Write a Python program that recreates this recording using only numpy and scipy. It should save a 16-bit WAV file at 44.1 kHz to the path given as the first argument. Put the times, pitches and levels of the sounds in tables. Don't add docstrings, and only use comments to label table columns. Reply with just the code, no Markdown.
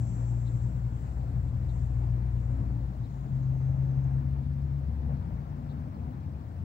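import sys
import numpy as np
from scipy import signal
from scipy.fft import rfft, irfft
from scipy.io import wavfile
from scipy.ndimage import uniform_filter1d

SR = 44100
rng = np.random.default_rng(int(sys.argv[2]) if len(sys.argv) > 2 else 0)


def materialize(psi):
    bounded = np.clip(np.atleast_2d(psi).T, -1, 1)
    quanta = np.round(bounded * 32767).astype(np.int16)
    wavfile.write(sys.argv[1], SR, quanta)


def amplitude_ratio(level_db):
    exponent = np.asarray(level_db, float) / 20
    return 10 ** exponent


N = 292821

# [t/s, tyre roar level/dB]
TRAFFIC = [(0, -56), (.15, -53.5), (.4, -55.5), (.95, -54.5), (1.5, -55), (1.9, -55.5), (2.07, -53.5),
           (2.5, -55), (2.6, -53), (3.05, -57), (3.4, -55.5), (4.1, -53.5), (4.33, -55.5), (4.75, -56.5),
           (5.1, -54.5), (5.5, -54.5), (6.1, -55.5), (6.64, -57.5)]
# [t/s, length/s, change of level/dB]
SURGES = [(0.09, 0.1, 2), (1.396, 0.32, 2), (2.192, .4, 0), (2.631, 0.17, 2.5), (2.895, 0.11, 1.5),
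          (3.1, 0.23, -1), (3.9, 0.44, -2), (5.105, 0.078, 3), (5.39, 0.25, 2), (6.05, 0.41, 1.5),
          (6.64, 0.094, 9)]
# [f/Hz, level/dB per Hz]
RUMBLE = [(25, -45.5), (43, -28.5), (55, 5), (90, 6), (130, 5), (170, 0), (250, -7), (330, -19), (450, -43),
          (800, -110)]
# [f/Hz, level/dB per Hz]
ROAR = [(180, -20.5), (300, -2.5), (428, -11.5), (493, -8.5), (764, -9), (965, -12.5), (1940, -25.5),
        (2400, -29.5), (3100, -38.5), (4420, -72)]
# [f/Hz, level/dB per Hz]
HISS = [(1800, -14), (2600, -1), (3500, -1), (5000, -3), (6500, -7.5), (8400, -8.5), (9000, -11.5),
        (10400, -14.5), (12800, -11.5), (14500, -11), (15200, -6), (15700, -3)]
# [f/Hz, likeness/0..1]
LIKENESS = [(60, .99), (150, .95), (350, .87), (600, .78), (1100, .58), (1700, .48), (2300, .3),
            (3500, .12), (6000, .03)]
# [f/Hz, L-R level/dB]
LEAN = [(60, 5), (400, 5.2), (1000, 4.5), (2500, 3.9), (5000, 3.8), (9000, 3.5), (15000, 4.2)]
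# [t/s, firing f/Hz, level/dB, exhaust boom: second order over first/dB]
CRUISER = [(0, 58.6, -35, 2.5), (.55, 59, -36.5, 5.5), (.98, 59.1, -36, -1.5), (1.14, 59.2, -33, -17),
           (1.33, 59.3, -37.5, 4.5), (1.75, 59.5, -33, -2.5), (2.148, 59.8, -30, -1),
           (2.68, 59.7, -34, -3.5), (3.201, 58.5, -41, -8)]
# [t/s, firing f/Hz, level/dB]
SHIFTER = [(3.25, 59, -41), (3.6, 61.88, -43), (3.96, 63.8, -37), (4.3, 68.14, -32), (4.7, 70.47, -34.5),
           (5.01, 70.56, -31), (5.2, 64.4, -37), (5.49, 54.9, -44.5), (5.65, 56, -45)]
# [t/s, firing f/Hz, level/dB]
CLIMBER = [(3.099, 135.8, -46.5), (3.22, 134.9, -38.5), (3.38, 130.9, -29.5), (3.6, 131.3, -28),
           (4.15, 134, -27.5), (4.3, 135.1, -31.5), (4.6, 137.8, -36), (4.789, 137.6, -33),
           (4.88, 135.5, -48)]
# [t/s, length/s, firing f/Hz at start,
# f/Hz at end, level/dB]
FAR_CARS = [(0.395, 1.8, 126, 135.2, -42), (0.955, 0.34, 88, 90.9, -43.5), (1.25, 1, 80.5, 78.8, -39.5),
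            (1.799, 0.98, 93.5, 92.9, -42.5), (2.296, 0.94, 126, 132.2, -45),
            (2.496, 0.15, 270, 266.7, -49.5), (2.726, 0.053, 119.4, 117.6, -33),
            (2.974, .08, 118.3, 115.5, -35.5), (2.723, 0.11, 272, 283, -52),
            (3.396, 1.3, 80.5, 85.54, -40.5), (3.867, .83, 232, 236.8, -51), (4.7, 1.6, 90, 90.74, -47.5),
            (4.88, 0.38, 232, 235, -48.5), (5.017, .14, 140.9, 137.9, -34), (5.22, 0.77, 143.3, 145.1, -43),
            (5.43, 0.76, 232.5, 237, -51.5), (5.527, .6, 252.5, 256.7, -52.5), (5.752, .7, 76, 69.9, -45),
            (5.946, .7, 142, 135.7, -50), (6.097, 0.66, 88, 84.2, -43.5)]
# [t/s, hold/s, level/dB, belly resonance f/Hz, f/Hz above which tymbals oppose]
CICADA = [
    (0, .25, -65.5, 7490, 6400),
    (0.396, .2, -69, 7450, 6400),
    (0.968, 0.097, -72.5, 7480, 6400),
    (1.3, .14, -77.5, 7530, 6450),
    (1.75, 0.089, -72.5, 7370, 7950),
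    (2.398, .15, -77.5, 7200, 8000),
    (2.82, .15, -84, 7220, 6800),
    (3.141, .25, -79.5, 7030, 7800),
    (3.554, .35, -80.5, 6450, 7800),
    (4.022, 0.074, -84, 6310, 7800),
]
# [t/s, clicks per second]
CLICKS = [(0, 190.3), (.7, 191.45), (1.5, 191.8), (3.05, 191.45), (3.5, 190.2), (4.2, 188)]
# [f/Hz, level/dB]
TYMBAL = [(4200, -36.5), (5000, -19), (5750, -6), (6300, -10), (7000, -9), (7900, -10), (8500, -18),
          (9200, -27.5), (10000, -43.5)]
# [f/Hz, loss/dB]
SHADE = [(5000, 12), (6300, 14.5), (7000, 20), (7450, 25), (8500, 18)]
# [t/s, level/dB, f/Hz, L-R level/dB, length/s]
CHIPS = [
    (.456, -65, 3720, 6, .035),
    (1.682, -65.5, 3580, 3.5, .032),
    (3.03, -68.5, 3680, 5, .033),
    (5.688, -66, 3650, 2, .034),
]
# [t/s, level/dB, f/Hz, L-R level/dB, length/s]
PEEPS = [
    (4.99, -79, 4300, 6, .08),
    (5.13, -79, 4250, 6, .1),
    (5.94, -75, 4500, 8, .018),
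]
# [t/s, level/dB, f/Hz, L-R level/dB, length/s]
TICKS = [
    (2.379, -64, 3000, 5, .007),
    (3.365, -72, 4200, 5, .008),
    (3.43, -67, 6200, 2, .004),
    (3.431, -69, 4000, 2, .004),
    (4.036, -69, 7200, 10, .012),
    (4.188, -73, 7200, 10, .008),
    (3.17, -76, 7000, 6, .008),
]
# [t/s, level/dB, f/Hz, L-R level/dB, length/s]
BUMPS = [
    (2.56, -50, 550, 5.5, .05),
    (3.68, -49, 540, 5.5, .04),
    (5.075, -45, 520, 4.5, .055),
]
# [f/Hz, phase/rad]
BACK = [(60, .14), (130, .1), (250, .3), (400, .3), (800, .22), (1500, .17), (2500, .02)]

RUMBLE_DB, RUMBLE_FOLLOWS, RUMBLE_FADE_DB_PER_S = -45.5, 0.52, 0.23
LEAVES_DB, LEAVES_FADE_DB_PER_S = -82, 0.32
CLIMBER_SECOND_DB = -26
PASS_EDGE_DB, PASS_EDGE_SHARE = -4, 0.21
SWELL_DB_PER_S, SAG_DB_PER_S = 54, 34
RASP, RASP_PER_S = .1, .07
LAG = 21
LOW_CUT_HZ, EDGE_HZ = 35, 15745


def road():
    (roar_db,), _ = played(TRAFFIC)
    t = np.arange(N) / SR
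    rumble_db = RUMBLE_DB + RUMBLE_FOLLOWS * (roar_db - roar_db.mean()) - RUMBLE_FADE_DB_PER_S * t
    for start, length, db in SURGES:
        rumble_db = rumble_db + db * np.exp(-(2 * (t - start) / length) ** 2)
    leaves_db = LEAVES_DB - LEAVES_FADE_DB_PER_S * t
    rumble = wash(RUMBLE, (155, 330), rumble_db, patchy_db=1.0, gusty_db=1.0, size=4096)
    roar = wash(ROAR, (400, 1500), roar_db, patchy_db=1.0, gusty_db=0.76, size=1024)
    hiss = wash(HISS, (9500, 15500), leaves_db, patchy_db=1.5, gusty_db=0.05, size=512)
    return rumble + roar + hiss


def wash(spectrum, band_hz, level_db, patchy_db, gusty_db, size):
    hz = np.fft.rfftfreq(size, 1 / SR)
    frames = 4 * N // size + 5
    a, b, c, d, patches = rng.standard_normal((frames, len(hz), 5)).T
    patches = uniform_filter1d(patches, size // 100, axis=0)
    patches = evened(uniform_filter1d(patches, size=6, axis=1))
    gusts = evened(uniform_filter1d(rng.standard_normal(frames), size=3))
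    same = np.clip(read(LIKENESS, hz), 0, 1)[:, None]
    left = a + 1j * b
    right = same * left + np.sqrt(1 - same ** 2) * (c + 1j * d)
    weather_db = patchy_db * patches + gusty_db * gusts
    z = np.array([left, right]) * amplitude_ratio(read(spectrum, hz)[:, None] + weather_db)
    z = z * amplitude_ratio(np.array([.5, -.5])[:, None] * read(LEAN, hz))[:, :, None]
    power = abs(z.mean(0)) ** 2
    inside = (hz > band_hz[0]) & (hz < band_hz[1])
    share = np.sum(power[inside]) / np.sum(power)
    x = signal.istft(z, nperseg=size, noverlap=size - size // 4)[1][:, :N]
    return x / np.std(x.mean(0)) / np.sqrt(share) * amplitude_ratio(level_db)


def engine(rows, wobble=0.0041, flutter_db=0.6):
    (hz, *orders_db), gate = played(rows)
    turns = np.cumsum(hz * (1 + wobble * drift(size=1500))) / SR
    hum = np.zeros(N)
    for order, db in enumerate(orders_db, 1):
        level = amplitude_ratio(db + flutter_db * drift(size=900))
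        hum += level * np.sin(2 * np.pi * (order * turns + rng.random()))
    return ports(np.sqrt(2) * hum * gate, 5.2)


def far_car(start, length, from_hz, to_hz, db):
    u = np.array([0, PASS_EDGE_SHARE, 1 - PASS_EDGE_SHARE, 1])
    pass_db = db + PASS_EDGE_DB * np.array([1, 0, 0, 1])
    rows = np.transpose([start + length * u, from_hz + (to_hz - from_hz) * u, pass_db])
    return engine(rows, wobble=.006, flutter_db=2.5)


def cicada(width_hz=150, peak_db=12, turn_hz=220, rasp_hz=1500):
    level, rate, belly_hz, flip_hz, rasp = swells()
    end = len(level)
    turns = np.cumsum(rate * (1 + 0.00075 * drift(size=600)[:end])) / SR
    buzz = np.zeros(end)
    slow = slice(None, None, 32)
    for k in range(22, 52):
        hz = k * rate[slow]
        belly_width = width_hz * (1 + 4 * rasp[slow])
        belly = 1 / (1 + 2j * (hz - belly_hz[slow]) / belly_width)
        opposed = 1 / (1 + np.exp((flip_hz[slow] - hz) / turn_hz))
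        second = (-1) ** k * np.exp(1j * np.pi * opposed)
        line = amplitude_ratio(read(TYMBAL, hz)) * (1 + amplitude_ratio(peak_db) * belly) * (1 + .85 * second)
        buzz += (np.repeat(line, 32)[:end] * np.exp(2j * np.pi * k * turns)).real
    buzz = buzz / np.sqrt(uniform_filter1d(buzz ** 2, size=4000) + 1e-20)
    keep = np.exp(-np.pi * rasp_hz / SR)
    shake = signal.lfilter([1], [1, -keep], rng.standard_normal((2, end)))
    shake = signal.lfilter([1], [1, -keep], shake)
    puffs = 1 + .5 * np.cos(4 * np.pi * turns)
    ring = 2 * np.pi * np.cumsum(belly_hz) / SR
    noise = evened(puffs * (shake[0] * np.cos(ring) + shake[1] * np.sin(ring)))
    song = np.sqrt(1 - rasp) * buzz + np.sqrt(rasp) * noise
    left = np.pad(song * level, (0, N - end)) * amplitude_ratio(4.0 + 1.0 * drift(size=1300))
    shade = amplitude_ratio(-read(SHADE, np.fft.rfftfreq(N, 1 / SR)))
    return np.array([left, irfft(rfft(left) * shade, N)])


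def swells():
    start, hold, db, belly_hz, flip_hz = np.transpose(CICADA)
    stop = start + hold
    t = np.arange(round((stop[-1] + .1) * SR)) / SR
    away_db = np.maximum(SWELL_DB_PER_S * (start[:, None] - t), SAG_DB_PER_S * (t - stop[:, None]))
    level = amplitude_ratio((db[:, None] - np.maximum(away_db, 0)).max(0))
    level = level * np.clip((t[-1] - t) / .05, 0, 1)
    edges = np.ravel([start, stop], "F")
    rate = np.interp(t, *np.transpose(CLICKS))
    belly = np.interp(t, edges, np.repeat(belly_hz, 2))
    flip = np.interp(t, edges, np.repeat(flip_hz, 2))
    return level, rate, belly, flip, np.clip(RASP + RASP_PER_S * t, 0, 1)


def blips(rows, width, glide, echo):
    out = np.zeros((2, N))
    for s, db, hz, lean_db, length in rows:
        count, first = round(length * SR), round(s * SR)
        u = np.arange(count) / count
        shake = uniform_filter1d(rng.standard_normal(6000), size=24)[:count] * 5
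        pitch = hz * (1 + glide * (1 - abs(4 * u - 1.8)) + width * shake)
        blip = amplitude_ratio(db) * np.sqrt(np.sin(np.pi * u)) * np.sin(2 * np.pi * np.cumsum(pitch) / SR)
        out[:, first:first + count] += ports(blip, lean_db)
    return out + echo * np.roll(out, 480, axis=1)


def birds():
    return blips(CHIPS, .075, .1, .7) + blips(PEEPS, .08, .015, .7)


def knocks():
    return blips(TICKS, .08, .01, .2) + blips(BUMPS, .45, .15, .6)


def ports(x, lean_db):
    sides = amplitude_ratio(np.array([[.5], [-.5]]) * lean_db)
    return x * sides / sides.mean()


def played(rows):
    s, *columns = np.transpose(rows)
    t = np.arange(N) / SR
    gate = np.clip(np.minimum(t - s[0] + .05, s[-1] + .05 - t) / .05, 0, 1)
    return [np.interp(t, s, c) for c in columns], gate


def read(points, hz):
    f, value = np.transpose(points)
    return np.interp(np.log(hz + 1), np.log(f + 1), value)


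def drift(size):
    return evened(uniform_filter1d(uniform_filter1d(rng.standard_normal(N), size), size))


def evened(x):
    return x / np.sqrt(np.mean(x ** 2) + 1e-20)


def scene():
    cruiser = engine([(s, hz, db, db + boom_db) for s, hz, db, boom_db in CRUISER], flutter_db=1.5)
    climber = engine([(s, hz, db, db + CLIMBER_SECOND_DB) for s, hz, db in CLIMBER], flutter_db=1.5)
    shifter = engine(SHIFTER, flutter_db=0.5)
    far = sum(far_car(*row) for row in FAR_CARS)
    return road() + cruiser + climber + shifter + far + cicada() + birds() + knocks()


def low_pass(x):
    return signal.sosfilt(signal.butter(12, 16920, fs=SR, output="sos"), x)


def record(dry):
    dry = np.pad(dry, ((0, 0), (2000, 2000)), "reflect")
    hz = np.fft.rfftfreq(dry.shape[1], 1 / SR)
    trail = np.exp(1j * (read(BACK, hz) - 2 * np.pi * hz * LAG / SR))
    band = (hz < EDGE_HZ) * hz ** 2 / np.sqrt(hz ** 4 + LOW_CUT_HZ ** 4)
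    delays = np.array([np.ones_like(trail), trail])
    heard = irfft(rfft(dry) * delays * band, dry.shape[1])[:, 2000:-2000]
    i = np.arange(N)
    soft_ends = np.clip(np.minimum(i + 60, N - i) / 120, 0, 1)
    return low_pass(heard * soft_ends)


dry = scene()
out = record(dry)
materialize(out)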